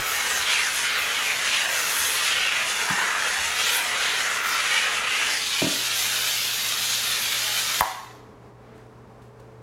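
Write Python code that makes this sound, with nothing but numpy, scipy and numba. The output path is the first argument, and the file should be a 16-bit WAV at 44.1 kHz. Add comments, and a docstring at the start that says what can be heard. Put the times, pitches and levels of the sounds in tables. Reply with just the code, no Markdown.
"""In a hard, tiled restroom a steam cleaner with a cloth over its nozzle wipes the floor, then blows in the air.
Shaped noise makes the wet steam: a sputtering roar, a resonant pocket, singing folds, a hiss and a sizzle.
The tool bumps twice and the valve shuts with a knock: damped tones make both, and the room rings after them.
A fan hums throughout, made of steady tones and soft noise; faint rustles are short swells of noise."""
import sys
import numpy as np
from scipy import signal
from scipy.fft import rfft, irfft, next_fast_len
from scipy.io import wavfile
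from numba import njit

SR = 44100
rng = np.random.default_rng(int(sys.argv[2]) if len(sys.argv) > 2 else 0)


def output_pcm(signal):
    """Save a mono or channel-first signal as 16-bit PCM at the path in sys.argv[1].

    Samples are clipped to [-1, 1] before scaling.
    """
    pcm = np.clip(np.atleast_2d(signal).T, -1, 1) * 32767
    wavfile.write(sys.argv[1], SR, np.round(pcm).astype(np.int16))


N = 424241
T = np.arange(N) / SR  # time of every sample in seconds
VALVE_S = 7.808  # the moment the valve shuts

# how long the room takes to fade by 60 dB at each pitch: pitch_hz, fade_60db_s
ROOM_FADE = [(60, 0.11), (250, 0.45), (500, 0.46), (800, 0.74), (4000, 0.75), (7500, 0.72), (10000, 0.52),
             (13000, .4), (16000, 0.3)]


def from_db(db):
    """Turn decibels into a gain."""
    return 10 ** (np.asarray(db) / 20)


def rms_one(x):
    """Scale a sound to unit average power."""
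    return x / np.sqrt(np.mean(x ** 2) + 1e-20)


def in_time(rows):
    """Read the columns of a time table at every sample."""
    s, *columns = np.transpose(rows)
    return [np.interp(T, s, column) for column in columns]


def at_hz(points, hz):
    """Read a pitch table, with straight lines along log frequency."""
    f, value = np.transpose(points)
    return np.interp(np.log(hz + 1e-9), np.log(f), value)


def butter(x, hz, kind, order=2):
    """Filter a sound with a smooth Butterworth response."""
    safe_hz = np.clip(hz, 10, .45 * SR)
    return signal.sosfilt(signal.butter(order, safe_hz, kind, fs=SR, output="sos"), x + 1e-18)


def noise(spectrum):
    """Noise of a given colour, falling away beyond its ends; rms 1."""
    size = next_fast_len(N)
    hz = np.arange(size // 2 + 1) * SR / size + 1e-3
    skirts = np.minimum(1, np.minimum(hz / spectrum[0][0], spectrum[-1][0] / hz)) ** 2
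    white = rfft(rng.standard_normal(size))
    return rms_one(irfft(white * from_db(at_hz(spectrum, hz)) * skirts, size)[:N])


def drift(rate):
    """Smooth random wandering with about rate turns a second; its spread is about 1."""
    slow = signal.resample_poly(rng.standard_normal(8000), 8, 1)
    return np.interp(T * rate * 8 + 100, np.arange(len(slow)), slow)


@njit
def resonate(x, hz, width_hz):
    """A two-pole resonance whose centre can move; its peak gain is 1."""
    out, band, low = np.zeros(len(x)), 0., 0.
    for i in range(len(x)):
        g = np.tan(np.pi * hz[i] / SR)
        damp = np.tan(np.pi * width_hz[i] / SR) * (1 + g * g) / g
        v = (band + g * (x[i] - low)) / (1 + g * (g + damp))
        band, low = 2 * v - band, low + 2 * g * v
        out[i] = damp * v
    return out


def resonant_noise(hz, width_hz):
    """Turbulence passed twice through a moving resonance, for steep skirts; rms 1."""
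    width = width_hz * np.ones(N)
    once = resonate(rng.standard_normal(N), hz, width)
    return rms_one(resonate(once, hz, width))


def struck(start, modes):
    """Damped tones set ringing at one moment, neighbours in opposite phase."""
    out, first = np.zeros(N), int(start * SR)
    age = T[:min(SR, N - first)]
    for k, (hz, db, t60) in enumerate(modes):
        ring = from_db(db - 60 * age / t60) * np.sin(2 * np.pi * hz * age)
        out[first:first + len(age)] += (-1) ** k * ring
    return out


def echo(x, delay, gain):
    """Add one reflection from a hard surface."""
    return x + gain * np.interp(T - delay, T, x, left=0)


def restroom(x, wet_db, onset=0.015, early_db=3, early_s=.06):
    """Direct sound plus a dense tail, strongest in its early echoes, that dies band by band."""
    age, edges = T[:SR], np.geomspace(40, 19000, 13)
    tail = 0
    for low, high in zip(edges, edges[1:]):
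        fade = from_db(-60 * age / at_hz(ROOM_FADE, np.sqrt(low * high)))
        tail = tail + butter(rng.standard_normal(SR), [low, high], "band") * fade
    tail = tail * (age > onset) * from_db(early_db * np.exp(-age / early_s))
    # even out the tail's average power between 500 and 8000 Hz
    tail = tail / np.sqrt(np.mean(np.abs(rfft(tail)[500:8000]) ** 2))
    return x + from_db(wet_db) * signal.fftconvolve(x, tail)[:N]


def swells(rows, rise_s):
    """An envelope of quick rises and slow fades."""
    out = 0
    for s, db, fade in rows:
        age = np.maximum(T - s, 0)
        out = out + from_db(db) * (1 - np.exp(-age / rise_s)) * np.exp(-age / fade)
    return out


def bell(middle, length):
    """A smooth swell from 0 to 1 and back, at least half high for the given length."""
    return 0.5 ** ((2 * (T - middle) / length) ** 2)


def ramp(middle, duration):
    """A smooth step from 0 to 1."""
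    return .5 + .5 * np.sin(np.pi * np.clip((T - middle) / duration, -.5, .5))


def blend(pair, share):
    """Go from the first value to the second as share goes from 0 to 1."""
    return pair[0] + (pair[1] - pair[0]) * share


def fan():
    """Air rush that flutters a little, a hum beating against a slightly slower motor, and a few wavering tones."""
    # colour of the air rush: pitch_hz, level_db (per Hz)
    air_colour = [(40, -6.5), (60, 1.5), (90, -2), (140, -5.5), (205, 1), (320, -4), (430, -4), (600, -5.5),
                  (1080, -7.5), (1350, -12.5), (2100, -19.5), (3000, -27), (6500, -33), (16000, -44.5)]
    # motor hum, louder once the microphone faces the room: time_s, level_db (rms)
    hum_curve = [(0, -60.5), (5.4, -62.5), (5.9, -52.5), (7.7, -54), (8.3, -52.5), (9.62, -50)]
    # steady tones: pitch_hz, level_db (rms)
    steady_tones = [(224.5, -70), (307.5, -65.5), (360.7, -72), (408.3, -61.5), (441.6, -59.5),
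                    (505.3, -70), (548.7, -67.5), (633.3, -72.5), (779.6, -71)]
    hum_hz, slip_hz = 120.6, 6.9  # the motor's tone lies slip_hz below the hum
    motor_db = -12.5  # relative to the hum
    air_db = -50
    hum_db, = in_time(hum_curve)
    motor = from_db(motor_db) * np.sin(2 * np.pi * (hum_hz - slip_hz) * T + .4 * drift(3))
    hum = from_db(hum_db + 1.0 * drift(8)) * (np.sin(2 * np.pi * hum_hz * T) + motor)
    tones = 0
    for hz, db in steady_tones:
        tones = tones + from_db(db + 3.0 * drift(5)) * np.sin(2 * np.pi * hz * T + 1.1 * drift(6))
    air = from_db(air_db + .8 * drift(14)) * noise(air_colour)
    return np.sqrt(2) * (hum + tones) + air  # root 2 turns the tones' rms into peak height


def rustles():
    """Small brushes of cloth in the room, a soft slide of the hose, and the dull rumble of a shifting grip."""
    # colour of the brushing cloth: pitch_hz, level_db (per Hz)
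    cloth_colour = [(1200, -5.5), (2500, -1), (5000, -5), (8000, -6), (14000, -15)]
    # the cloth shifts: start_s, level_db, fade_s
    cloth_shifts = [(8.74, -66, 0.11), (9.216, -60, 0.041), (9.396, -54, 0.0097), (9.515, -66, .02)]
    # the hand shifts on the microphone's body: start_s, level_db, fade_s
    grip_shifts = [(0.0, -51, .3), (0.38, -52, .1), (1.98, -47, 0.089), (3.38, -47, .12)]
    hose_middle_s, hose_length_s, hose_db, hose_hz = 8.72, 0.2, -60, 1750
    brushes = swells(cloth_shifts, rise_s=.005) * from_db(2.0 * drift(200)) * noise(cloth_colour)
    hose_swell = from_db(hose_db) * bell(hose_middle_s, hose_length_s)
    slide = hose_swell * resonant_noise(hose_hz * np.ones(N), width_hz=1600)
    grip = swells(grip_shifts, rise_s=.015) * noise([(55, -6), (75, 6), (110, -9.0)])
    return restroom(brushes, wet_db=-5) + slide + grip


def bumps():
    """Blows on the hollow tool: a thud, duller where contact is soft, and a brief plastic clack."""
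    # one bump, then another with two rebounds; a softer contact has a lower cut-off:
    # start_s, thud_gain_db, contact_cutoff_hz, clack_level_db, clack_pitch_hz
    blow_rows = [(2.899, -13, 190, -21, 1310), (5.617, -13.5, 1000, -25, 1000),
                 (5.636, -13, 420, -40, 1720), (5.662, -19.5, 900, -40, 1720)]
    # ringing of the hollow tool: pitch_hz, level_db, fade_60db_s
    tool_modes = [(75, -20, 0.055), (117, -14, 0.078), (183, -11.5, 0.22), (253, -8.5, 0.063),
                  (284.6, -6.5, 0.14), (320, -9.5, 0.12), (382, -6.5, 0.074), (530, -11.5, .05),
                  (630, -4, 0.053), (690, -10, 0.036)]
    clack_fade_s, clack_width_hz = 0.0074, 890
    blows = 0
    for s, db, soft_hz, clack_db, clack_hz in blow_rows:
        thud = from_db(db) * butter(struck(s, tool_modes), soft_hz, "low", order=4)
        clack_swell = swells([(s, clack_db, clack_fade_s)], rise_s=.001)
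        clack = clack_swell * resonant_noise(clack_hz * np.ones(N), clack_width_hz)
        blows = blows + thud + clack
    return restroom(butter(blows, 65, "high"), wet_db=-2.5)


def valve(tick_db=-10, tick_s=0.0016, seat_hz=2600):
    """The valve shuts with a dull knock and thin tick, bounces and jolts the handle; the far wall answers the knock."""
    # ringing of the valve: pitch_hz, level_db, fade_60db_s
    valve_modes = [(730, -8.5, 0.015), (874, -4, 0.012), (1054, -4.5, 0.013), (1670, -11, 0.0096),
                   (1990, -10, 0.0074)]
    # it grazes its seat, hits it and bounces: after_closing_s, gain_db, contact_cutoff_hz
    seat_hits = [(-.012, -24, 1000), (0, 8.5, 5000), (.009, 6.5, 1000), (.0185, -3.5, 3980),
                 (.0275, -5.5, 1100)]
    # the jolt carried by the handle: pitch_hz, level_db, fade_60db_s
    jolt_modes = [(50, -23.5, 0.1), (85.4, -18, 0.055), (185, -18, 0.032)]
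    wall_echo_s, wall_echo_db = 0.047, -16.5
    hits = 0
    for s, db, soft_hz in seat_hits:
        hits = hits + from_db(db) * butter(struck(VALVE_S + s, valve_modes), soft_hz, "low")
    dull = butter(butter(hits, 520, "high"), seat_hz, "low", order=6)
    knock = echo(dull, wall_echo_s, from_db(wall_echo_db))
    age = np.maximum(T - VALVE_S, 0)
    tick_noise = noise([(7500, -7), (10000, -7), (11700, 3), (13500, 0.5), (15500, -8.5)])
    tick = from_db(tick_db) * (age > 0) * np.exp(-age / tick_s) * tick_noise
    knock_in_room = restroom(knock, wet_db=-5.5, early_db=4.5, early_s=.07)
    return knock_in_room + restroom(tick, wet_db=-6) + struck(VALVE_S, jolt_modes)


def shut_off(flow, room_db=-4.0, empty_s=0.044):
    """After the valve shuts the nozzle quickly empties; the sound stored in the room dies band by band."""
    hz, s, bins = signal.stft(flow, SR, nperseg=256)
    age = np.maximum(s - VALVE_S, 0)
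    room_share = min(from_db(room_db) ** 2, 1)
    stored = from_db(-60 * age / at_hz(ROOM_FADE, hz)[:, None]) ** 2
    power = (1 - room_share) * np.exp(-age / empty_s) + room_share * stored
    return signal.istft(bins * np.sqrt(power), SR)[1][:N]


def reflections(x, count=24, shortest_s=.0009, longest_s=.03, level_db=-3.5, pace=10.0, sway_s=.0003, sway_pace=3.0):
    """Floor, fixtures and walls send early echoes that come, go and glide as the nozzle moves; power is kept."""
    out, power, sway = x.copy(), 1, sway_s * drift(sway_pace)
    for delay in np.geomspace(shortest_s, longest_s, count) * rng.uniform(.9, 1.1, count):
        gain = from_db(level_db) / np.sqrt(count) * drift(pace)
        lag = np.maximum((delay + sway * rng.uniform(-1, 1)) * SR, 1).astype(int)
        out = out + gain * x[np.maximum(np.arange(N) - lag, 0)]
        power = power + gain ** 2
    return out / np.sqrt(power)


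def surges(steady_db, steady_hz, rows):
    """Gain and pitch of a flow: each surge adds power and pulls the pitch towards its own, which sinks as it passes."""
    sag_octaves = 0.099  # from this far above its own pitch to as far below
    power = from_db(steady_db) ** 2
    pull = power * steady_hz
    for s, length, db, hz in rows:
        swell = from_db(db) ** 2 * bell(s, length)
        power = power + swell
        pull = pull + swell * hz * 2 ** (-sag_octaves * np.clip((T - s) / length, -1, 1))
    return np.sqrt(power), pull / power


def jet_motion(clear, loss_db):
    """Gains of hiss and sizzle, and the sizzle's pitch: pressing smothers the jet, leaks and lifting free it."""
    # the cloth's edge lifts and the jet leaks out: middle_s, length_s, hiss_db, sizzle_db, sizzle_hz
    leak_rows = [(0.14, 0.17, -34, -35.5, 12600), (0.352, 0.1, -31.5, -38, 12600),
                 (0.59, 0.13, -32.5, -43, 9500), (0.758, 0.1, -39, -35.5, 9900),
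                 (1.03, 0.13, -40, -40, 11900), (1.27, 0.14, -38, -43, 11500),
                 (1.84, 0.21, -31.5, -38.5, 12900), (2.038, 0.24, -31, -30, 10800),
                 (2.274, 0.11, -29.5, -53.5, 10300), (2.79, 0.18, -33.5, -53.5, 11600),
                 (3.654, 0.1, -35, -43, 13000), (3.756, 0.055, -51, -30.5, 10800),
                 (3.857, 0.034, -42, -50, 11900), (4.282, 0.084, -45, -56, 11000),
                 (4.486, 0.082, -45, -39, 13300), (4.79, 0.08, -34, -47.5, 8000),
                 (5.295, 0.13, -35, -51, 12600), (6.06, 0.12, -30.5, -33, 11500),
                 (7.1, 0.22, -39, -37, 10000)]
    hiss_db, sizzle_db = (-32, -30.5), (-49, -36.5)  # each on the floor, in the air
    steady_sizzle_hz = 12300  # between leaks
    sizzle_smother = 1.5  # dB lost in a press for each dB of hiss
    leaking = sum(from_db(db) ** 2 * bell(s, length) for s, length, db, _, _ in leak_rows)
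    hiss = np.sqrt(from_db(blend(hiss_db, clear) - loss_db) ** 2 + leaking)
    sizzles = [(s, length, db, hz) for s, length, _, db, hz in leak_rows]
    steady_db = blend(sizzle_db, clear) - sizzle_smother * loss_db
    sizzle, sizzle_hz = surges(steady_db, steady_sizzle_hz, sizzles)
    return hiss, sizzle, sizzle_hz


def folds():
    """Each fold of cloth rings the turbulence in a narrow resonance that glides while it swells and fades."""
    # a channel in the cloth sings, gliding as it narrows or widens:
    # middle_s, length_s, level_db, pitch_hz, glide_octaves (to either side of the middle)
    fold_rows = [(0.34, 0.092, -32.5, 7000, -.4), (0.571, 0.17, -27, 2430, -0.88),
                 (0.94, 0.091, -33, 4050, -0.13), (1.14, .13, -32.5, 3000, -.05),
                 (1.296, 0.054, -26, 2280, -.15), (1.567, 0.18, -32.5, 2560, 0.23),
                 (1.69, 0.17, -42, 660, 0.013), (2.283, 0.11, -38, 4800, -.9),
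                 (2.45, 0.22, -28, 2770, -0.2), (3.0, 0.18, -34, 964, 0.091),
                 (3.04, 0.18, -33, 1450, -0.19), (3.2, .36, -31.5, 1670, .25),
                 (3.682, 0.15, -34.5, 7400, 0.98), (3.72, 0.12, -31, 3530, -.17),
                 (3.84, 0.065, -38, 8200, -.3), (4.082, 0.18, -33, 3670, .2), (4.27, .1, -38, 6600, 0.35),
                 (4.3, .3, -33.5, 1900, 0.0035), (4.46, 0.33, -32.5, 1350, -0.01),
                 (4.56, 0.12, -35.5, 4900, -.3), (4.72, 0.23, -35, 1850, -0.062),
                 (4.97, .16, -36, 1300, 0.054), (4.78, .1, -32, 2800, -0.44), (5.14, 0.22, -30, 2710, 0.14),
                 (5.398, 0.19, -33.5, 4670, -0.38), (6.102, 0.1, -38, 1630, -0.15),
                 (6.41, 0.1, -33, 2850, -0.02), (6.42, 0.09, -33, 5070, 0), (6.76, 0.29, -43, 1300, 0.19),
                 (7.0, .7, -39, 3700, 0), (7.242, 0.23, -36, 2310, -0.041)]
    width_share = 0.21  # width of the resonance as a share of its pitch
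    out = np.zeros(N)
    for s, length, db, hz, octaves in fold_rows:
        near = np.abs(T - s) < 2 * length
        progress = (T[near] - s) / length
        pitch = hz * 2 ** (octaves * np.clip(progress, -1, 1))
        # a wider, higher resonance lets more noise through, so weaken it there
        rush = rng.standard_normal(N)[near] / np.sqrt(pitch)
        once = resonate(rush, pitch, width_share * pitch)
        sung = resonate(once, pitch, width_share * pitch)
        out[near] += from_db(db) * .5 ** (2 * progress ** 2) * rms_one(sung)
    return out


def steam():
    """Roar through the cloth, a resonant pocket and singing folds, the jet's hiss and a sizzle at the edge."""
    # colours of the cloth's roar and of the jet: pitch_hz, level_db (per Hz)
    roar_colour = [(150.0, -28), (330.0, -22.5), (450.0, -9.5), (700.0, -8.5), (950.0, -4.5),
                   (1100.0, -4.5), (1350.0, -0.0), (1900.0, 0.0), (2600.0, -6.5), (4000.0, -24.5)]
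    hiss_colour = [(2000.0, -21.5), (3300.0, -3), (4200.0, -2.5), (5000.0, -3.5), (6500.0, 0.5),
                   (7300.0, -3), (8400.0, -8.5), (10200.0, -4.5), (11300.0, -11), (13000.0, -25),
                   (16000.0, -28.5)]
    # steam forced through the cloth, weaker once the tool is lifted: time_s, level_db
    roar_curve = [(0, -28.5), (0.58, -28), (0.72, -32.5), (1.0, -29.5), (1.45, -30), (1.65, -29),
                  (2.7, -29.5), (3.05, -26), (3.53, -30.5), (3.8, -27.5), (4.4, -29), (5.3, -29.5),
                  (5.46, -38), (5.58, -36.5), (5.8, -36), (6.12, -33), (6.45, -37), (7.76, -32.5)]
    # wiping strokes swell the pocket of steam under the cloth: middle_s, length_s, level_db, pitch_hz
    stroke_rows = [(0.552, 0.11, -23, 2750), (0.916, 0.19, -24.5, 2090), (1.2, 0.36, -29, 2500),
                   (1.555, 0.13, -25, 2700), (2.28, 0.26, -26.5, 2730), (2.48, 0.32, -28.5, 2450),
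                   (3.69, 0.2, -26.5, 2820), (4.08, 0.19, -29, 2900), (4.758, 0.26, -24.5, 2390),
                   (5.17, 0.22, -28, 2410), (5.32, 0.09, -28.5, 2300), (5.572, 0.077, -28, 2500)]
    # the cloth is pressed flat and smothers the jet: middle_s, length_s, loss_db
    press_rows = [(0.0, 0.18, 3), (0.996, .16, 3), (1.65, .1, 1), (2.484, 0.16, 2), (3.165, 0.12, 2),
                  (3.94, 0.095, 2), (4.435, 0.089, 2.5), (5.043, 0.16, 3.5)]
    # the tool leaves the floor: the pocket opens first, then the cloth falls clear of the jet
    lifted = ramp(middle=5.44, duration=0.208)
    clear = ramp(middle=5.63, duration=0.98)
    # each pair: on the floor, in the air
    pocket_db, pocket_centre_hz = (-30.5, -29), (2560, 3270)
    pocket_width = (0.81, 0.96)  # as a share of its pitch
    sputter_depth = (2, 2)  # scales the wandering below, which is in dB
    pocket_smother = 0.76  # dB lost in a press for each dB of hiss

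    roar_db, = in_time(roar_curve)
    loss_db = sum(db * bell(s, length) for s, length, db in press_rows)
    steady_db = blend(pocket_db, lifted) - pocket_smother * loss_db
    pocket_gain, pocket_hz = surges(steady_db, blend(pocket_centre_hz, lifted), stroke_rows)
    hiss_gain, sizzle_gain, sizzle_hz = jet_motion(clear, loss_db)
    width_hz = blend(pocket_width, lifted) * pocket_hz
    # water blocks and frees the weave in quick irregular bursts
    sputter_db = blend(sputter_depth, lifted) * (0.49 * drift(300) + 0.35 * drift(70))
    sputter = rms_one(from_db(sputter_db))
    roar = from_db(roar_db) * noise(roar_colour)
    pocket = pocket_gain * resonant_noise(pocket_hz, width_hz)
    hiss = hiss_gain * from_db(.5 * sputter_db + 1.05 * drift(18)) * noise(hiss_colour)
    sizzle = sizzle_gain * from_db(1.76 * drift(30)) * resonant_noise(sizzle_hz, width_hz=4300)
    reflected = reflections((roar + pocket) * sputter + hiss + sizzle)
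    return shut_off(reflected + folds() * sputter)


def limiter(x, threshold_db=-4.5, release_db_per_s=22, attack_s=0.00054, ahead_s=0.0012):
    """A loud peak pulls the gain down just ahead of itself, and it climbs back slowly."""
    over_db = np.maximum(20 * np.log10(np.abs(x).max(axis=0) + 1e-9) - threshold_db, 0)
    held_db = np.maximum.accumulate(over_db + release_db_per_s * T) - release_db_per_s * T
    keep = np.exp(-1 / (attack_s * SR))
    ahead_db = np.interp(T + ahead_s, T, held_db)
    return x * from_db(-signal.lfilter([1 - keep], [1, -keep], ahead_db))


def scene():
    """All sources reach one microphone, the same in both channels."""
    mono = fan() + rustles() + bumps() + valve() + steam()
    return np.stack([mono, mono])


def record(dry):
    """A limiter turns loud peaks down, then everything above 16 kHz is cut steeply."""
    top_cut = signal.ellip(12, .1, 80, 16000, fs=SR, output="sos")
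    return signal.sosfilt(top_cut, limiter(dry))


dry = scene()
out = record(dry)
output_pcm(out)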